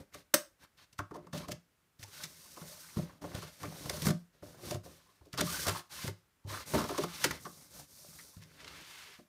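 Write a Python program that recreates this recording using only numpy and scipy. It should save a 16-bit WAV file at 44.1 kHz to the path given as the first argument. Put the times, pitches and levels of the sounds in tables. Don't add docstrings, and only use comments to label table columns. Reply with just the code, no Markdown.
import sys
import numpy as np
from scipy import signal
from scipy.fft import rfft, irfft
from scipy.io import wavfile
from scipy.ndimage import uniform_filter1d

SR = 44100
rng = np.random.default_rng(int(sys.argv[2]) if len(sys.argv) > 2 else 0)


def master(y):
    cut = np.clip(np.atleast_2d(y).T, -1, 1)
    pcm = np.round(cut * 32767)
    wavfile.write(sys.argv[1], SR, pcm.astype(np.int16))


N = 409248
TIME = np.arange(N) / SR

# start/s, length/s, attack/s, release/s, swell/dB, drone/dB, rasp/dB, hiss/dB
STROKES = [ (0, 0.073, 0.0018, 0.085, -13, -50, -68.5, -67),
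           (0.118, 0.13, 0.041, 0.06, -2, -58.5, -61, -65),
           (0.583, 0.086, 0.054, 0.034, 10.5, -61.5, -63, -67),
           (0.767, 0.098, .015, 0.027, 3, -69.5, -62.5, -71), (1.106, 0.2, .01, .05, 1, -57.5, -80, -87),
           (1.328, 0.17, 0.0086, 0.069, -16, -47.5, -54, -60.5),
           (1.473, 0.11, 0.0081, 0.091, 2, -45.5, -70, -66),
           (1.986, .14, 0.017, 0.013, -1.5, -63, -63, -61.5),
           (2.105, .18, 0.042, 0.05, 7, -61, -52.5, -52.5), (2.262, 0.45, .02, 0.04, 3, -63, -63, -57.5),
           (2.647, 0.41, 0.063, 0.019, -9.5, -64, -60.5, -55),
           (2.959, 0.29, 0.012, 0.085, -28.5, -56, -67, -69),
           (3.211, 0.2, 0.011, 0.015, -0.5, -46.5, -59, -61),
           (3.342, 0.19, 0.0093, 0.057, -7.5, -54, -53.5, -58.5),
           (3.46, 0.21, .02, .01, 9, -64, -64, -61.5), (3.596, 0.49, .012, 0.026, 12.5, -48, -54.5, -53),
           (4.046, 0.047, .012, 0.025, 7, -36, -42, -36),
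           (4.324, 0.11, 0.021, 0.019, -5.5, -68.5, -75, -80.5),
           (4.418, .2, 0.026, 0.026, -4, -55, -66.5, -64.5), (4.589, 0.21, 0.13, 0.13, 6, -40.5, -49, -48),
           (4.83, 0.19, .02, 0.053, -10.5, -58, -66.5, -65),
           (4.919, 0.56, 0.023, 0.04, -19.5, -77, -76.5, -79),
           (5.378, 0.07, 0.023, 0.017, -22, -43, -39, -49),
           (5.424, 0.29, 0.087, 0.036, -2.5, -46.5, -43.5, -41),
           (5.662, 0.17, .02, 0.062, -5.5, -51, -46, -47), (5.89, 0.24, 0.067, 0.07, 2.5, -57, -47, -48.5),
           (6.466, .2, 0.1, 0.057, -14, -49.5, -47.5, -50.5),
           (6.651, 0.095, 0.028, 0.016, 7, -48.5, -52.5, -47.5),
           (6.734, 0.13, 0.01, 0.036, -13, -35.5, -45.5, -48),
           (6.841, 0.28, 0.017, 0.12, 7, -49.5, -47.5, -51.5),
           (7.078, 0.2, 0.0067, 0.015, 12.5, -54, -47, -49.5), (7.23, 0.18, .02, 0.071, -1, -46, -51, -55),
           (7.383, .33, .03, 0.062, -5, -60.5, -69.5, -58.5), (7.665, 0.22, 0.13, 0.11, 7, -54, -60, -53),
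           (7.855, 0.61, 0.11, 0.29, 6, -63, -67, -55.5), (8.376, 0.47, 0.012, 0.035, 10, -60, -64.5, -67),
           (8.652, 0.68, 0.48, 0.43, 1, -63.5, -78, -58)]
# t/s, touches, contact/ms, thump centre/Hz, thump/dB, flap/dB, clack/dB, crack/dB
KNOCKS = [ (0.143, 1, 2.6, 127, -62, -51, -50, -46), (0.929, 1, 2.1, 118, -68, -78, -73, -57),
          (0.990, 1, 1.7, 114, -42.5, -44, -34.5, -41), (1.11, 1, 1.3, 131, -53.5, -45.5, -47, -64),
          (1.147, 1, 9, 188, -54, -46, -45, -57.5), (1.268, 1, 1.1, 155, -54, -60.5, -54, -62),
          (1.331, 2, 1.1, 185, -41.5, -44, -48.5, -47), (1.374, 1, 4, 170, -46, -63, -63, -42.5),
          (1.405, 1, 1.4, 176, -49.5, -68, -54, -60), (1.485, 1, 0.9, 142, -46, -42.5, -47.5, -45),
          (1.516, 1, 0.69, 138, -43, -51, -50, -36.5), (1.994, 1, 1.4, 124, -55, -67, -73, -58),
          (2.029, 1, 0.95, 92.6, -53.5, -63, -54, -44.5), (2.238, 1, 4.9, 137, -53, -62, -52, -37),
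          (2.566, 1, 5.3, 226, -64, -52, -49, -54), (2.616, 1, 1.4, 148, -46.5, -58, -53.5, -54),
          (2.969, 2, .7, 151, -32, -40, -47, -58), (3.218, 1, 1, 185, -57, -58, -57, -57),
          (3.241, 1, 1.5, 224, -51, -42, -46.5, -61), (3.347, 1, 0.81, 109, -39.5, -45.5, -50, -42.5),
          (3.423, 1, 3.2, 137, -51, -50.5, -46.5, -49.5), (3.633, 1, 3.7, 123, -46.5, -43, -40, -42.5),
          (3.68, 1, 1.4, 168, -43.5, -56, -72, -70), (3.857, 1, 0.74, 125, -43, -49, -55, -47),
          (3.896, 1, 1.2, 131, -50, -41.5, -41.5, -30), (4.021, 1, 2, 153, -38, -48, -57, -35),
          (4.068, 3, 1.1, 168, -26.5, -35.5, -35, -31), (4.424, 1, 0.66, 121, -53, -46.5, -58, -73),
          (4.709, 1, 0.85, 127, -46, -36.5, -48, -36), (4.744, 1, 3, 122, -37, -43, -52, -43.5),
          (4.856, 1, 3.7, 150, -63, -52, -65, -91), (5.21, 1, 1.6, 77, -57, -64, -68, -83),
          (5.256, 1, 8.2, 150.4, -70.5, -58, -73.5, -66), (5.335, 1, 4.2, 118, -45.5, -51.5, -48.5, -42),
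          (5.378, 1, 6.6, 168, -65, -40, -39.5, -35), (5.408, 1, .6, 171, -36, -34, -35, -25.5),
          (5.436, 1, 1.3, 147, -36.5, -66, -63, -60), (5.667, 1, 9.9, 138, -38, -34.5, -37, -32.5),
          (5.683, 1, 1.1, 129, -37.5, -42, -41, -30), (6.043, 1, 2.6, 133.7, -39, -47, -62, -51),
          (6.077, 1, 1.6, 117, -40, -43, -43, -38.5), (6.449, 1, 5.9, 109, -42.5, -55.5, -66, -65),
          (6.509, 1, 8.2, 97, -48.5, -48, -54, -46.5), (6.738, 2, 3.4, 207, -32.5, -31, -38.5, -61),
          (6.779, 3, 5, 193, -39.5, -41, -34.5, -40.5), (6.84, 1, 1.6, 122, -49, -41, -40.5, -42),
          (6.891, 2, 1.5, 117, -60, -37.5, -39.5, -42), (6.979, 1, 1.9, 204, -50, -30, -35.5, -36),
          (7.036, 1, 1.5, 176, -39.5, -38, -35, -39.5), (7.242, 1, 1.9, 160, -41.5, -33, -27, -23),
          (7.309, 1, 0.8, 184, -54, -58, -35, -35.5), (7.453, 1, 4.2, 185, -52, -48, -41.5, -48.5),
          (8.086, 1, 1, 162, -56.5, -69, -72, -60), (8.189, 1, 3.9, 150, -74, -72, -53.5, -52),
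          (8.367, 1, 1.1, 133, -48.5, -68, -67, -60), (8.422, 1, 5.4, 151, -61, -77, -59.5, -53),
          (9.188, 1, 0.76, 210, -58.5, -56.5, -67, -92)]
# f/Hz, level/dB
DRONE_SPECTRUM = [(35, -15.5), (70, 4), (120, -2), (155, 6.5), (215, -5.5), (290, -4.5), (440, -12),
                  (550, -3), (720, -42), (1100, -20)]
RASP_SPECTRUM = [(400, -17), (700, -22.5), (1100, -3.5), (1500, -1.5), (2200, -2.5), (3200, -1.5),
                 (4300, 0), (6500, -9.5), (12000, -38.5)]
HISS_SPECTRUM = [(2000, -50), (3500, -5.5), (4600, 0.5), (5800, 4), (7500, -1), (9000, 2.5), (10300, -2),
                 (11500, 0.5), (15000, -4.5)]
CRACK_SPECTRUM = [(1100, -16.5), (1800, -7.5), (2600, -4), (4000, -3), (5600, -1.5), (7500, -7.5),
                  (9000, -8.5), (10300, -10), (15000, -14.5)]
SNAP_SPECTRUM = [(700, -5), (1500, -2), (2800, -9.5), (4300, -7), (6000, 0), (7200, -11.5), (8300, 1.5),
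                 (10300, -10), (15000, -6.5)]
EDGE_SPECTRUM = [(600, -8), (1100, -1.5), (2000, 1), (3300, -0.5), (4500, -3), (6500, -9.5), (12000, -23)]
ROOM_TONE_SPECTRUM = [(20, -15), (55, -2), (170, -8), (300, -12), (700, -17), (1500, -14.5), (4000, -23.5),
                      (15000, -26.5)]
# f/Hz, width/Hz, level/dB
FLAP_PEAKS = [(291, 20, 2), (351, 34, 3), (414.4, 49, 0), (541, 99, -2), (602.4, 30, 2.5), (709, 69, -5.5)]
BOARD_PEAKS = [(887, 56, -0.5), (1076, 67, 6), (1216, 280, -1.5), (1460, 110, 0), (1597, 130, -5),
               (2040, 390, -3)]
# f/Hz, level/dB, T60/s
BOX_MODES = [(55.4, -6.5, 0.032), (75.4, -0.5, .11), (100.5, 0, 0.16), (129.4, 1, .11), (158.1, -1.5, 0.19),
             (172.7, -4.5, 0.24), (197.6, 4.5, 0.094), (231.6, -2, 0.15)]
LID_MODES = [(160, -41, .2), (235, -35, 0.11), (307, -28, .1), (335, -25.5, 0.093), (546, -23, .09),
             (596, -23.5, 0.11), (1107, -24, 0.041), (1560, -35, 0.11), (1852, -29.5, 0.072)]
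# t/s, f/Hz, level/dB
SQUEAK_CURVE = [(5.45, 1100, -88), (5.475, 1193, -41), (5.495, 1164, -48), (5.52, 1357, -48),
                (5.55, 1546, -39), (5.575, 1540, -69)]
# t/s, level/dB
EDGE_SLIDE = [(8.57, -75), (8.6, -55.5), (8.66, -63.5), (8.76, -55), (8.86, -56.5), (8.98, -53),
              (9.15, -57.5), (9.21, -73), (9.24, -81)]
EDGE_CATCHES = [(8.603, -56), (8.612, -59), (8.645, -50), (8.67, -55), (8.678, -46)]
# delay/ms, level/dB
NEAR_REFLECTIONS = [(1.1, -30.5), (2.3, -20.5), (3.4, -20), (5.2, -17.5)]


def from_db(db):
    return 10 ** (np.asarray(db) / 20)


def unit_rms(x):
    return x / np.sqrt(np.mean(x ** 2) + 1e-20)


def unit_burst(x, seconds):
    power = uniform_filter1d(x ** 2, int(seconds * SR), mode="constant")
    return x / np.sqrt(power.max() + 1e-20)


def add(out, start_s, burst):
    i = int(start_s * SR)
    out[i:i + len(burst)] += burst[:N - i]


def in_time(rows):
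    times, *columns = np.transpose(rows)
    return [np.interp(TIME, times, column) for column in columns]


def drift(rate_hz):
    return unit_rms(np.interp(TIME * rate_hz, np.arange(4000), rng.standard_normal(4000)))


def colour(x, spectrum):
    hz, db = np.transpose(spectrum)
    log_hz = np.log(np.arange(N // 2 + 1) * SR / N + 1)
    beyond = np.maximum(np.log(hz[0]) - log_hz, 0) + np.maximum(log_hz - np.log(hz[-1]), 0)
    gain = from_db(np.interp(log_hz, np.log(hz), db) - 20 * beyond)
    return unit_rms(irfft(rfft(x) * gain, N))


def slips(spread_db):
    return rng.standard_normal(N) * from_db(spread_db * np.clip(drift(400), -2.5, 2.5))


def resonate(x, peaks):
    out = 0
    for k, (hz, width, db) in enumerate(peaks):
        r = np.exp(-np.pi * width / SR)
        gain = (-1) ** k * from_db(db) * (1 - r * r) / 2
        poles = [1, -2 * r * np.cos(2 * np.pi * hz / SR), r * r]
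        out = out + gain * signal.lfilter([1, 0, -1], poles, x)
    return out


def soften(x, top_hz):
    return signal.sosfilt(signal.butter(4, top_hz, fs=SR, output="sos"), x)


def stroke_gains(settle_db=-20.5, settle_s=0.035):
    power = np.zeros((3, N))
    for start, length, attack, release, swell_db, *levels_db in STROKES:
        t = TIME[:int(length * SR)]
        speeding = np.sin(np.pi / 2 * np.clip(t / attack, 0, 1))
        slowing = np.sin(np.pi / 2 * np.clip((length - t) / release, 0, 1)) ** 2
        tilt_db = swell_db * (t / length - 0.5)
        for layer, db in zip(power, levels_db):
            add(layer, start, (speeding * slowing * from_db(db + tilt_db)) ** 2)
    decay = np.exp(-1 / (settle_s * SR))
    settling = signal.lfilter([1 - decay], [1, -decay], power + 1e-18)
    return np.sqrt(power + from_db(settle_db) ** 2 * settling)


def rubbed_resonances(peaks, patchy_db=6.5):
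    force = slips(4.7)
    ringing = sum(resonate(force, [peak]) * from_db(patchy_db * drift(20)) for peak in peaks)
    return unit_rms(soften(ringing, top_hz=2400))


def crackle(per_s=70, size_db=4.5, tick_s=0.0008):
    catches = rng.random(N) < per_s / SR
    sizes = from_db(size_db * np.minimum(rng.exponential(1, N), 3))
    ticks = signal.lfilter([1], [1, -np.exp(-1 / (tick_s * SR))], catches * sizes + 1e-18)
    return colour(ticks * rng.standard_normal(N), CRACK_SPECTRUM)


def rubbing(judder_db=1.0):
    drone, rasp, hiss = stroke_gains()
    walls = from_db(-4) * colour(slips(1.5), DRONE_SPECTRUM)
    flaps = from_db(-8.5) * rubbed_resonances(FLAP_PEAKS)
    flutes = from_db(-2.5) * colour(slips(1), RASP_SPECTRUM)
    board = from_db(-4) * rubbed_resonances(BOARD_PEAKS)
    fibres = from_db(-0.77) * colour(slips(1), HISS_SPECTRUM) + from_db(-19) * crackle()
    sliding = drone * (walls + flaps) + rasp * (flutes + board) + hiss * fibres
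    return sliding * from_db(judder_db * drift(70))


def pulse(t, rise_s, fall_s):
    return 0.5 * (1 + np.tanh(t / rise_s - 0.5)) * np.exp(-np.maximum(t, 0) / fall_s)


def ring(t, modes, gains):
    hz, db, t60 = np.transpose(modes)[:, :, None]
    return np.sum(gains[:, None] * from_db(db - 60 * t / t60) * np.sin(2 * np.pi * hz * t), axis=0)


def near_pitch(hz, centre_hz, focus):
    return 1 / (1 + (focus * np.log2(hz / centre_hz)) ** 2)


def touches(bounce_s=0.018, loss_db=3):
    for start, count, contact_ms, thump_hz, *levels_db in KNOCKS:
        for k in range(round(count)):
            yield start + k * bounce_s, contact_ms / 1000, thump_hz, np.array(levels_db) - k * loss_db


def board_clack(t, contact_s, centre_hz, jolt_db=18):
    tap = rng.standard_normal(len(t)) * pulse(t, 1.8 * contact_s, contact_s + 0.0045)
    tap[np.argmin(np.abs(t))] += from_db(jolt_db) / max(1000 * contact_s, 1)
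    ringing = sum((-1) ** k * near_pitch(peak[0], centre_hz, focus=1.92) * resonate(tap, [peak])
                  for k, peak in enumerate(BOARD_PEAKS))
    return unit_burst(soften(ringing, top_hz=2100), 0.008)


def box_thump(t, rise_s, centre_hz, scatter_db=3):
    mode_hz = np.array(BOX_MODES)[:, 0]
    scatter = from_db(scatter_db * rng.standard_normal(len(mode_hz)))
    gains = scatter * near_pitch(mode_hz, centre_hz, focus=3.29)
    after = np.maximum(t, 0)
    return unit_burst(ring(after, BOX_MODES, gains) * (1 - np.exp(-after / rise_s)), 0.022)


def knocks(lead_s=0.03, lag_s=0.0014):
    out, t = np.zeros(N), TIME[:SR // 4] - lead_s
    fibres = colour(slips(5.3), CRACK_SPECTRUM)
    scuff = from_db(-15) * np.exp(-np.abs(t) / 0.005)
    for start, contact_s, thump_hz, (thump_db, flap_db, clack_db, crack_db) in touches():
        thump = box_thump(t, contact_s + 3 * lag_s, thump_hz)
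        push = rng.standard_normal(len(t)) * pulse(t - lag_s, contact_s, contact_s + 0.0054)
        flap = unit_burst(soften(resonate(push, FLAP_PEAKS), top_hz=1050), 0.013)
        clack = board_clack(t, contact_s, centre_hz=1160 * 2 ** (0.06 * (crack_db - flap_db)))
        grain = np.roll(fibres, -int(start * SR))[:len(t)]
        crack = unit_burst(grain * (scuff + pulse(t, contact_s, contact_s + 0.0034)), 0.0026)
        body = rng.choice([-1, 1]) * from_db(thump_db - 1) * thump + from_db(flap_db) * flap
        surface = from_db(clack_db - 0.8) * clack + from_db(crack_db - 1) * crack
        add(out, start - lead_s, body + surface)
    return out


def string_snap(at_s=0.3407, lead_s=0.003, rebound_s=0.0024):
    out, t = np.zeros(N), TIME[:SR // 2]
    crack, rebound, rustle = colour(slips(1), SNAP_SPECTRUM)[:3 * len(t)].reshape(3, -1)
    slip = from_db(-36) * rustle[::-1] * pulse(t, 0.00046, lead_s)
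    signs = (-1.0) ** np.arange(len(LID_MODES))
    lid = ring(t, LID_MODES, signs) * (1 - np.exp(-t / lead_s))
    add(out, at_s - lead_s, slip + lid)
    add(out, at_s, from_db(-13) * unit_burst(crack * pulse(t, 0.0001, 0.0049), 0.00072))
    add(out, at_s + rebound_s, from_db(-20) * unit_burst(rebound * pulse(t, 0.0001, 0.003), 0.0013))
    add(out, at_s, from_db(-30) * rustle * pulse(t, 0.0046, 0.024))
    return out


def foam_squeak(flutter_db=3.3, waver=0.07):
    hz, db = in_time(SQUEAK_CURVE)
    sliding = (TIME > SQUEAK_CURVE[0][0]) & (TIME < SQUEAK_CURVE[-1][0])
    level = sliding * from_db(db + flutter_db * drift(150))
    slip_hz = hz * (1 + waver * drift(350))
    return level * np.sin(2 * np.pi * np.cumsum(slip_hz) / SR)


def edge_drag(judder_db=1.0):
    level_db, = in_time(EDGE_SLIDE)
    sliding = (TIME > EDGE_SLIDE[0][0]) & (TIME < EDGE_SLIDE[-1][0])
    force = sliding * from_db(level_db + judder_db * drift(90))
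    catch = unit_burst(pulse(TIME[:SR // 10], 0.00055, 0.0049), 0.0031)
    for start, db in EDGE_CATCHES:
        add(force, start, from_db(db) * catch)
    return force * colour(slips(0.72), EDGE_SPECTRUM)


def room(x, wet_db=-10.5, t60_s=0.24, first_echo_s=0.0037):
    near = x.copy()
    short_waves = signal.sosfilt(signal.butter(1, 900, "high", fs=SR, output="sos"), x)
    for delay_ms, db in NEAR_REFLECTIONS:
        add(near, delay_ms / 1000, from_db(db) * short_waves)
    t = TIME[:SR // 2]
    echoes = rng.standard_normal(len(t)) * from_db(-60 * t / t60_s) * (t > first_echo_s)
    wall_band = signal.butter(1, [200, 8000], "band", fs=SR, output="sos")
    tail = signal.sosfilt(wall_band, echoes / np.linalg.norm(echoes))
    return near + from_db(wet_db) * signal.fftconvolve(x, tail)[:N]


def scene():
    box = room(knocks() + string_snap() + rubbing() + edge_drag() + foam_squeak())
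    mono = box + from_db(-74.5) * colour(rng.standard_normal(N), ROOM_TONE_SPECTRUM)
    return np.array([mono, mono])


def record(dry, low_cut_hz=45, high_cut_hz=15500):
    thin = signal.sosfilt(signal.butter(2, low_cut_hz, "high", fs=SR, output="sos"), dry)
    return signal.sosfilt(signal.ellip(10, 0.2, 80, high_cut_hz, fs=SR, output="sos"), thin)


dry = scene()
out = record(dry)
master(out)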